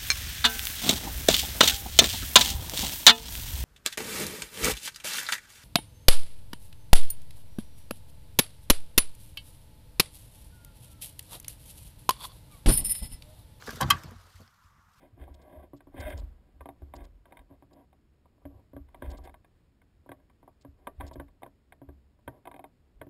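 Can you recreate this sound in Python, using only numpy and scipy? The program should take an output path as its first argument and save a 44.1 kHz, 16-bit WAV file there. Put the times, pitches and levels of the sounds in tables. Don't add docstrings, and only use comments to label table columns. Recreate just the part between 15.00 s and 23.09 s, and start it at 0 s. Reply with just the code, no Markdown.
import sys
import numpy as np
from scipy import signal
from scipy.fft import rfft, irfft
from scipy.io import wavfile

SR = 44100
rng = np.random.default_rng(int(sys.argv[2]) if len(sys.argv) > 2 else 0)


def bounce(signal):
    frames = np.transpose(np.atleast_2d(signal))
    limited = np.clip(frames, -1, 1)
    pcm = np.round(limited * 32767).astype(np.int16)
    wavfile.write(sys.argv[1], SR, pcm)


N = 356769
TIME = np.arange(N) / SR

# (time [s], clack near 1 kHz [dB], weight = low thud over the clack [dB],
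# brightness = highs over the clack [dB], spot struck [about -1 to 1])
GEAR_KNOCKS = [(0.175, -61.5, 15, -18, 0.2), (0.2112, -58.5, -14, -4, -0.52),
               (0.2771, -53.5, 2, -22, -0.75), (0.732, -50.5, 13, -17.5, 0.39), (0.8044, -59, 1.5, 2, .1),
               (0.8693, -56, 10, -17, 0.46), (0.9413, -53, 15.5, -22, 0.59), (1.2172, -58, 9, -21, 0.59),
               (1.6066, -44.5, -8, -6, 0.36), (1.6559, -43.5, -1.5, -9.5, -0.53),
               (1.6878, -43.5, 0, -6.5, -1.03), (1.8185, -61, 18.5, -8, 0.22),
               (1.9365, -42.5, -0.5, -6, -.4), (2.2543, -52, -12, -7.5, 0.5),
               (2.3218, -47.5, -11, -2.5, -.6), (2.3693, -50, -22, 0.5, -0.86),
               (2.3906, -53.5, -16, -1, -0.65), (2.508, -66, 16.5, -9, 1), (2.6225, -55.5, 4, -11, 0.33),
               (2.7095, -61.5, 1, -12, 0.61), (2.928, -62.5, 1, -4, -0.61), (3.255, -61, -8, -11, -0.047),
               (3.417, -61, -8, -22, -0.078), (3.452, -51, 14.5, -5, 1), (3.7313, -57.5, 17, -14, 1),
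               (3.7637, -49, 10.5, -9.5, 0.8), (3.886, -63.5, -16, -0.5, -.1),
               (3.944, -47, -5, -5.5, -0.64), (4.0209, -43, 8, -4.5, 1), (4.1848, -46.5, -4.5, -17, -0.11),
               (4.273, -48.5, -8, -6, -1.1), (4.2932, -53.5, -4, -4, -0.57), (4.3407, -49, -13, -4, -0.31),
               (4.4448, -55.5, -15, -3.5, 0.032), (4.816, -63, -13, -2, 0), (5.06, -57.5, 6, -21, .7),
               (5.0899, -49, 10, -6, .8), (5.1157, -42.5, -3.5, -4, -0.23), (5.2969, -61.5, -15, -3, -0.29),
               (5.4283, -56, 3, -14, 0.031), (5.4761, -47.5, -7, -20, -0.47),
               (5.647, -52.5, 12, -12.5, 0.97), (5.8695, -32, -14.5, -8, -0.31),
               (5.9994, -51.5, 12, -0.5, -0.93), (6.0071, -33, -10.5, -8, 0.93), (6.111, -47, 0, -12, .5),
               (6.1555, -51.5, 14, -8, 0.79), (6.1974, -40.5, 4.5, -4, 0.56),
               (6.2812, -59.5, -13, -3.5, -0.21), (6.4194, -46, -11, -18, 0.045),
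               (6.4305, -41.5, -5.5, -3.5, -0.95), (6.4613, -47, -2, -13.5, 1), (6.722, -52, -7, 4, -0.74),
               (6.8152, -57.5, 18, -9, 1), (6.8876, -52.5, 9.5, -10, 1), (7.2766, -39.5, 4.5, -3, 0.59),
               (7.453, -48, -3, -3, -.1), (7.4718, -39.5, -9.5, -7.5, -0.88), (7.513, -45.5, -18, -4, -1.1),
               (7.5404, -48.5, -1, -3.5, -.5), (7.5619, -53, 1.5, -2.5, -0.74),
               (7.592, -47.5, 1, -5.5, -.9), (7.64, -44, -6.5, -8, -.9), (8.0133, -41.5, 1, -5, 1),
               (8.066, -65, 22.5, -3, 0.58)]
# (time of the crest [s], peak level [dB], swing [Hz])
BODY_JOLTS = [(0.141, -47.5, 102), (0.222, -37, 64.4), (0.313, -39, 64.5), (0.582, -43, 72.5),
              (1.002, -34, 85), (1.06, -32, 48), (1.152, -31, 78), (1.203, -29.5, 55.7),
              (1.24, -32.5, 54.3), (1.565, -47, 63.4), (1.618, -42, 61.6), (1.832, -36, 73),
              (1.977, -40.5, 55), (2.022, -38, 41.4), (2.155, -49, 47.6), (2.406, -48, 44.6),
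              (2.527, -49.5, 82), (3.462, -41.5, 79), (3.562, -45, 91.6), (3.759, -43, 75),
              (3.816, -41, 68), (4.048, -37.5, 74), (4.087, -29.5, 59.5), (4.15, -41, 56.3),
              (4.212, -39, 59), (5.114, -54.5, 98), (5.692, -46, 81), (5.997, -35, 68), (6.042, -33, 74.5),
              (6.192, -38, 59.6), (6.892, -40.5, 72), (7.282, -44, 80), (7.97, -49, 41), (8.019, -49.5, 97)]
# (start [s], length [s], level [dB], brightness [dB])
STRAP_STROKES = [(0.0, 0.065, -59.5, -11), (0.201, 0.036, -53.5, -9.5), (0.27, 0.21, -62, -14),
                 (0.398, 0.13, -56.5, -16), (0.534, 0.11, -55, -16), (0.972, 0.042, -44, -6.5),
                 (1.035, 0.088, -46, -1.5), (1.136, 0.059, -51, -16), (1.364, 0.31, -75, -12),
                 (1.74, 0.043, -70, -28), (1.958, 0.084, -53, -13), (2.28, 0.14, -64.5, -13),
                 (2.511, 0.03, -60, -20), (2.727, .1, -60, -19), (3.507, 0.087, -62.5, -28),
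                 (4.045, .015, -45, -11), (4.099, 0.049, -48.5, -14), (4.253, 0.0079, -49, -11),
                 (5.176, 0.048, -73.5, -10), (5.79, 0.08, -68.5, -16), (6.04, 0.038, -50.5, -13.5),
                 (6.114, .11, -61, -26), (7.326, 0.049, -60, -20), (7.576, .06, -74, -20)]
# (time of the crest [s], half length [s], level [dB])
STRAP_GROANS = [(0.552, 0.094, -56.5), (1.097, 0.036, -41)]
# (time [s], length [s], level before a common 3.5 dB lift [dB])
FIZZ_BURSTS = [(0.344, 0.0054, -61), (0.418, 0.0091, -68.5), (0.765, 0.016, -71), (1.001, 0.012, -56),
               (1.09, 0.017, -63), (1.176, 0.003, -53.5), (1.188, 0.015, -58.5), (1.957, 0.012, -61.5),
               (2.042, 0.012, -67), (2.733, 0.0057, -69.5), (4.105, 0.014, -58), (4.174, 0.0082, -59),
               (4.242, 0.017, -66), (5.614, 0.012, -67.5), (6.068, 0.02, -59.5), (6.135, 0.0078, -60.5)]
# (frequency [Hz], relative level [dB], T60 [s], change when struck at spot 1 [dB])
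HOUSING_MODES = [(125.6, -5, 0.13, 1.5), (281.1, -3.5, .18, 0), (352.7, -3.5, 0.095, -3),
                 (474, -6, 0.03, 5.5), (564, -5.5, 0.05, 6.5), (623, -9.5, 0.11, 0.5),
                 (680, -7, 0.082, -4.5), (767, -1.5, 0.043, -8.5), (952, -2.5, 0.063, -1),
                 (992, -1.5, 0.05, 1), (1132.7, -6.5, 0.077, 1), (1579, 3, 0.034, 6.5),
                 (1668, 0.5, 0.026, 5), (1790, -17.5, 0.11, 4.5), (1966, -7.5, 0.042, 2),
                 (2137, 7.5, 0.017, -2), (2443, -4.5, 0.032, -1.5), (3145, -5, 0.017, 0),
                 (3230, -3.5, 0.022, 2.5), (3635, -6.5, 0.025, -3)]
REGISTER_EDGES = [430, 860, 1330]
# (frequency [Hz], relative level [dB], T60 [s])
BENDING_MODES = [(44.4, -2, 0.52), (69.24, 0.5, 0.45), (99, -8.5, 0.66)]
# (frequency [Hz], relative level [dB])
FRICTION_FORCE = [(130, -19), (280, 4), (450, 0), (617, 7), (740, -2), (1100, -3.5), (1560, 5),
                  (1733, -1.5), (2200, -2), (3500, 4)]
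# (frequency [Hz], relative level per Hz [dB])
HUSH_SPECTRUM = [(10, -48), (22, -4.5), (65, 3), (130, -6), (250, -7), (400, -13), (650, -22.5),
                 (1000, -26), (2000, -28), (3500, -32.5), (5700, -33.5)]

TICKS_PER_S, TICK_DB, TICK_WEIGHT_DB, TICK_BRIGHT_DB = 2.0, -69.5, 4.5, -12.5
HOLLOW_DB, HOLLOW_PER_WEIGHT, HOLLOW_PER_BRIGHT = 4.5, 0.42, 0.13
SHAKE_BUILD_S, SHAKE_SETTLE_S = 0.11, 0.13
STROKE_ATTACK_S, STROKE_RELEASE_S = 0.014, 0.017
CREEP_DB, CREEP_BRIGHT_DB = -79.5, -23.5
CREEP_FOLLOWS = 0.38
TREMBLE_DB, RESTING_TREMBLE_DB = -27.5, -69
HEAVE_DB, HEAVE_HZ, HEAVE_T60_S = -24.5, 30, 0.27
HUSH_DB, HUSH_WAVER_DB = -67, 0.7
RECORDER_RATE_HZ, CUTOFF_HZ = 12000, 15600


def from_db(db):
    return 10 ** (np.asarray(db) / 20)


def rms_one(x):
    return x / np.sqrt(np.mean(x ** 2) + 1e-20)


def at_hz(points, hz):
    f, db = np.transpose(points)
    return np.interp(np.log(np.maximum(hz, 1)), np.log(f), db)


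def band(x, low_hz, high_hz, order=2):
    sos = signal.butter(order, [low_hz, high_hz], "band", fs=SR, output="sos")
    return signal.sosfilt(sos, x)


def decay(t, t60):
    return np.exp(-np.log(1000) * t / t60)


def resonate(x, hz, t60):
    r = decay(1 / SR, t60)
    feed = np.array([1, 0, -1]) * (1 - r * r) / 2
    return signal.lfilter(feed, [1, -2 * r * np.cos(2 * np.pi * hz / SR), r * r], x)


def flutter(per_s):
    f = np.arange(N // 2 + 1) * SR / N
    return rms_one(irfft(rfft(rng.standard_normal(N)) / (1 + (f / per_s) ** 2), N))


def envelope(start_s, length_s, attack_s, release_s):
    rise = (TIME - start_s) / attack_s
    fall = (start_s + length_s - TIME) / release_s
    return np.exp(np.clip(np.minimum(rise, fall), -20, 0))


def add(out, s, sound):
    i = int(np.clip(s * SR, 0, N - 1))
    out[i:i + len(sound)] += sound[:N - i]


def knocks(blows, build_cycles=1.0, contact_s=0.002, lag_1khz_s=0.004118, scatter_rad=1.0, spread_db=2.0,
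           detune=0.017, crack_db=-4.5, crack_s=0.0034, buzz_db=-10.0, buzz_t60=0.14):
    out, t = np.zeros(N), np.arange(SR // 3) / SR
    hz, mode_db, t60, spot_db = np.transpose(HOUSING_MODES)[:, :, None]
    register = np.searchsorted(REGISTER_EDGES, hz)
    build = 1 - np.exp(-t * hz / build_cycles)
    shapes = from_db(mode_db) * decay(t, t60) * build
    seating = 1 - np.exp(-(t / contact_s) ** 2)
    lag = lag_1khz_s * np.sqrt(1000 / hz)
    for s, clack_db, weight_db, bright_db, spot in blows:
        hollow_db = HOLLOW_DB + HOLLOW_PER_WEIGHT * weight_db + HOLLOW_PER_BRIGHT * bright_db
        strength, loading, scatter = rng.standard_normal((3, len(hz), 1))
        register_db = np.array([weight_db, hollow_db, 0, bright_db])[register]
        strength_db = register_db + spot * spot_db + spread_db * strength
        phase = 2 * np.pi * hz * (1 + detune * loading) * (t - lag) + scatter_rad * scatter
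        ring = np.sum(from_db(strength_db) * shapes * np.sin(phase), axis=0)
        crack_noise, buzz_noise = rng.standard_normal((2, len(t)))
        crack = rms_one(band(crack_noise, 1470, 3960, order=5)) * np.exp(-t / crack_s)
        buzz = rms_one(band(buzz_noise, 200, 690)) * decay(t, buzz_t60)
        blow = ring + from_db(crack_db + bright_db) * crack + from_db(buzz_db + hollow_db / 2) * buzz
        add(out, s, from_db(clack_db) * seating * blow)
    return out


def ticks(shake):
    chance = np.cumsum(shake)
    rows = []
    for when, spot in rng.random((int(TICKS_PER_S * N / SR), 2)):
        s = np.searchsorted(chance, when * chance[-1]) / SR
        rows.append((s, TICK_DB, TICK_WEIGHT_DB, TICK_BRIGHT_DB, 2 * spot - 1))
    return rows


def jolts(rise_s=0.0071, fall_s=0.0077, after_db=-5.0, lead_s=0.14):
    out, t = np.zeros(N), np.arange(SR // 2) / SR - lead_s
    steepness = np.abs(t) / np.where(t < 0, rise_s, fall_s)
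    shove = 1 / np.cosh(np.minimum(steepness, 20))
    for s, peak_db, swing_hz in BODY_JOLTS:
        forced = shove * np.cos(2 * np.pi * (swing_hz * t + rng.random()))
        free = sum(from_db(mode_db) * resonate(forced, hz, t60) for hz, mode_db, t60 in BENDING_MODES)
        swing = forced + from_db(after_db) * free / np.abs(free).max()
        add(out, s - lead_s, from_db(peak_db) * swing / np.abs(swing).max())
    return out


def shaking():
    power = 0
    for s, db, _ in BODY_JOLTS:
        power = power + (from_db(db) * envelope(s, 0, SHAKE_BUILD_S, SHAKE_SETTLE_S)) ** 2
    return np.sqrt(power)


def sliding(shake):
    creep = from_db(CREEP_DB) * (shake / shake.mean()) ** CREEP_FOLLOWS
    power, bright_power = creep ** 2, (from_db(CREEP_BRIGHT_DB) * creep) ** 2
    for s, length, db, bright_db in STRAP_STROKES:
        stroke = from_db(db) * envelope(s, length, STROKE_ATTACK_S, STROKE_RELEASE_S)
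        power = power + stroke ** 2
        bright_power = bright_power + (from_db(bright_db) * stroke) ** 2
    return np.sqrt(power), np.sqrt(bright_power)


def rubbing(shake, grit_db=-5.0, drag_db=-10.0, slips_per_s=1600, slip_spread_db=5.0, smooth_share=0.43,
            uneven_db=1.63):
    press, bright_press = sliding(shake)
    happens = rng.random(N) < slips_per_s / SR
    slips = happens * from_db(slip_spread_db * rng.standard_normal(N)) * rng.choice([-1, 1], N)
    force = rms_one(slips) + smooth_share * rng.standard_normal(N)
    force = force * from_db(uneven_db * flutter(53))
    body, rasp = np.zeros(N), np.zeros(N)
    for k, (hz, db, t60, _) in enumerate(HOUSING_MODES):
        sign = (-1) ** k
        mode = sign * from_db(db + at_hz(FRICTION_FORCE, hz)) * rms_one(resonate(force, hz, t60))
        if hz < REGISTER_EDGES[-1]:
            body += mode
        else:
            rasp += mode
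    body = rms_one(band(body, 120, 1250, order=3))
    grit = from_db(grit_db) * rms_one(band(force, 1360, 2600))
    rasp = rms_one(band(rasp, 1250, 4040)) + grit
    drag = from_db(drag_db) * rms_one(band(force, 56, 260))
    return press * (drag + body) + bright_press * rasp


def groans(hz=613, stage_t60=0.05):
    swell = sum(from_db(db) * np.exp(-((TIME - s) / half) ** 2) for s, half, db in STRAP_GROANS)
    once = resonate(rng.standard_normal(N), hz, stage_t60)
    return swell * rms_one(resonate(once, hz, stage_t60))


def fizz(lift_db=3.5, edge_s=0.0046, grain_db=3.0):
    gate = np.zeros(N)
    for s, length, db in FIZZ_BURSTS:
        corners = [s - edge_s, s, s + length, s + length + edge_s]
        gate += from_db(db) * np.interp(TIME, corners, [0, 1, 1, 0])
    grains = rng.standard_normal(N) * from_db(grain_db * flutter(250))
    return from_db(lift_db) * gate * rms_one(band(grains, 3400, 8400))


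def rumble(shake):
    push = rng.standard_normal(N)
    tremble = rms_one(sum(from_db(db) * resonate(push, hz, t60 / 2) for hz, db, t60 in BENDING_MODES))
    tremble_level = np.hypot(from_db(RESTING_TREMBLE_DB), from_db(TREMBLE_DB) * shake)
    heave = rms_one(resonate(rng.standard_normal(N), HEAVE_HZ, HEAVE_T60_S))
    return tremble_level * tremble + from_db(HEAVE_DB) * shake * heave


def hush():
    f = np.arange(N // 2 + 1) * SR / N
    air = rms_one(irfft(rfft(rng.standard_normal(N)) * from_db(at_hz(HUSH_SPECTRUM, f)), N))
    return from_db(HUSH_DB + HUSH_WAVER_DB * flutter(4.1)) * air


def scene():
    shake = shaking()
    steady = jolts() + rubbing(shake) + groans() + fizz() + rumble(shake) + hush()
    return (steady + knocks(GEAR_KNOCKS) + knocks(ticks(shake)))[None]


def record(dry):
    smooth = signal.sosfiltfilt(signal.butter(16, 5750, fs=SR, output="sos"), dry)
    coarse = signal.resample_poly(smooth, RECORDER_RATE_HZ, SR, axis=-1, window=("kaiser", 2))
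    steps = np.repeat(coarse, 4, axis=-1)
    held = signal.resample_poly(steps, SR, 4 * RECORDER_RATE_HZ, axis=-1)[:, :N]
    top_cut = signal.ellip(10, 0.2, 80, CUTOFF_HZ, fs=SR, output="sos")
    return signal.sosfilt(top_cut, held)


dry = scene()
out = record(dry)
bounce(out)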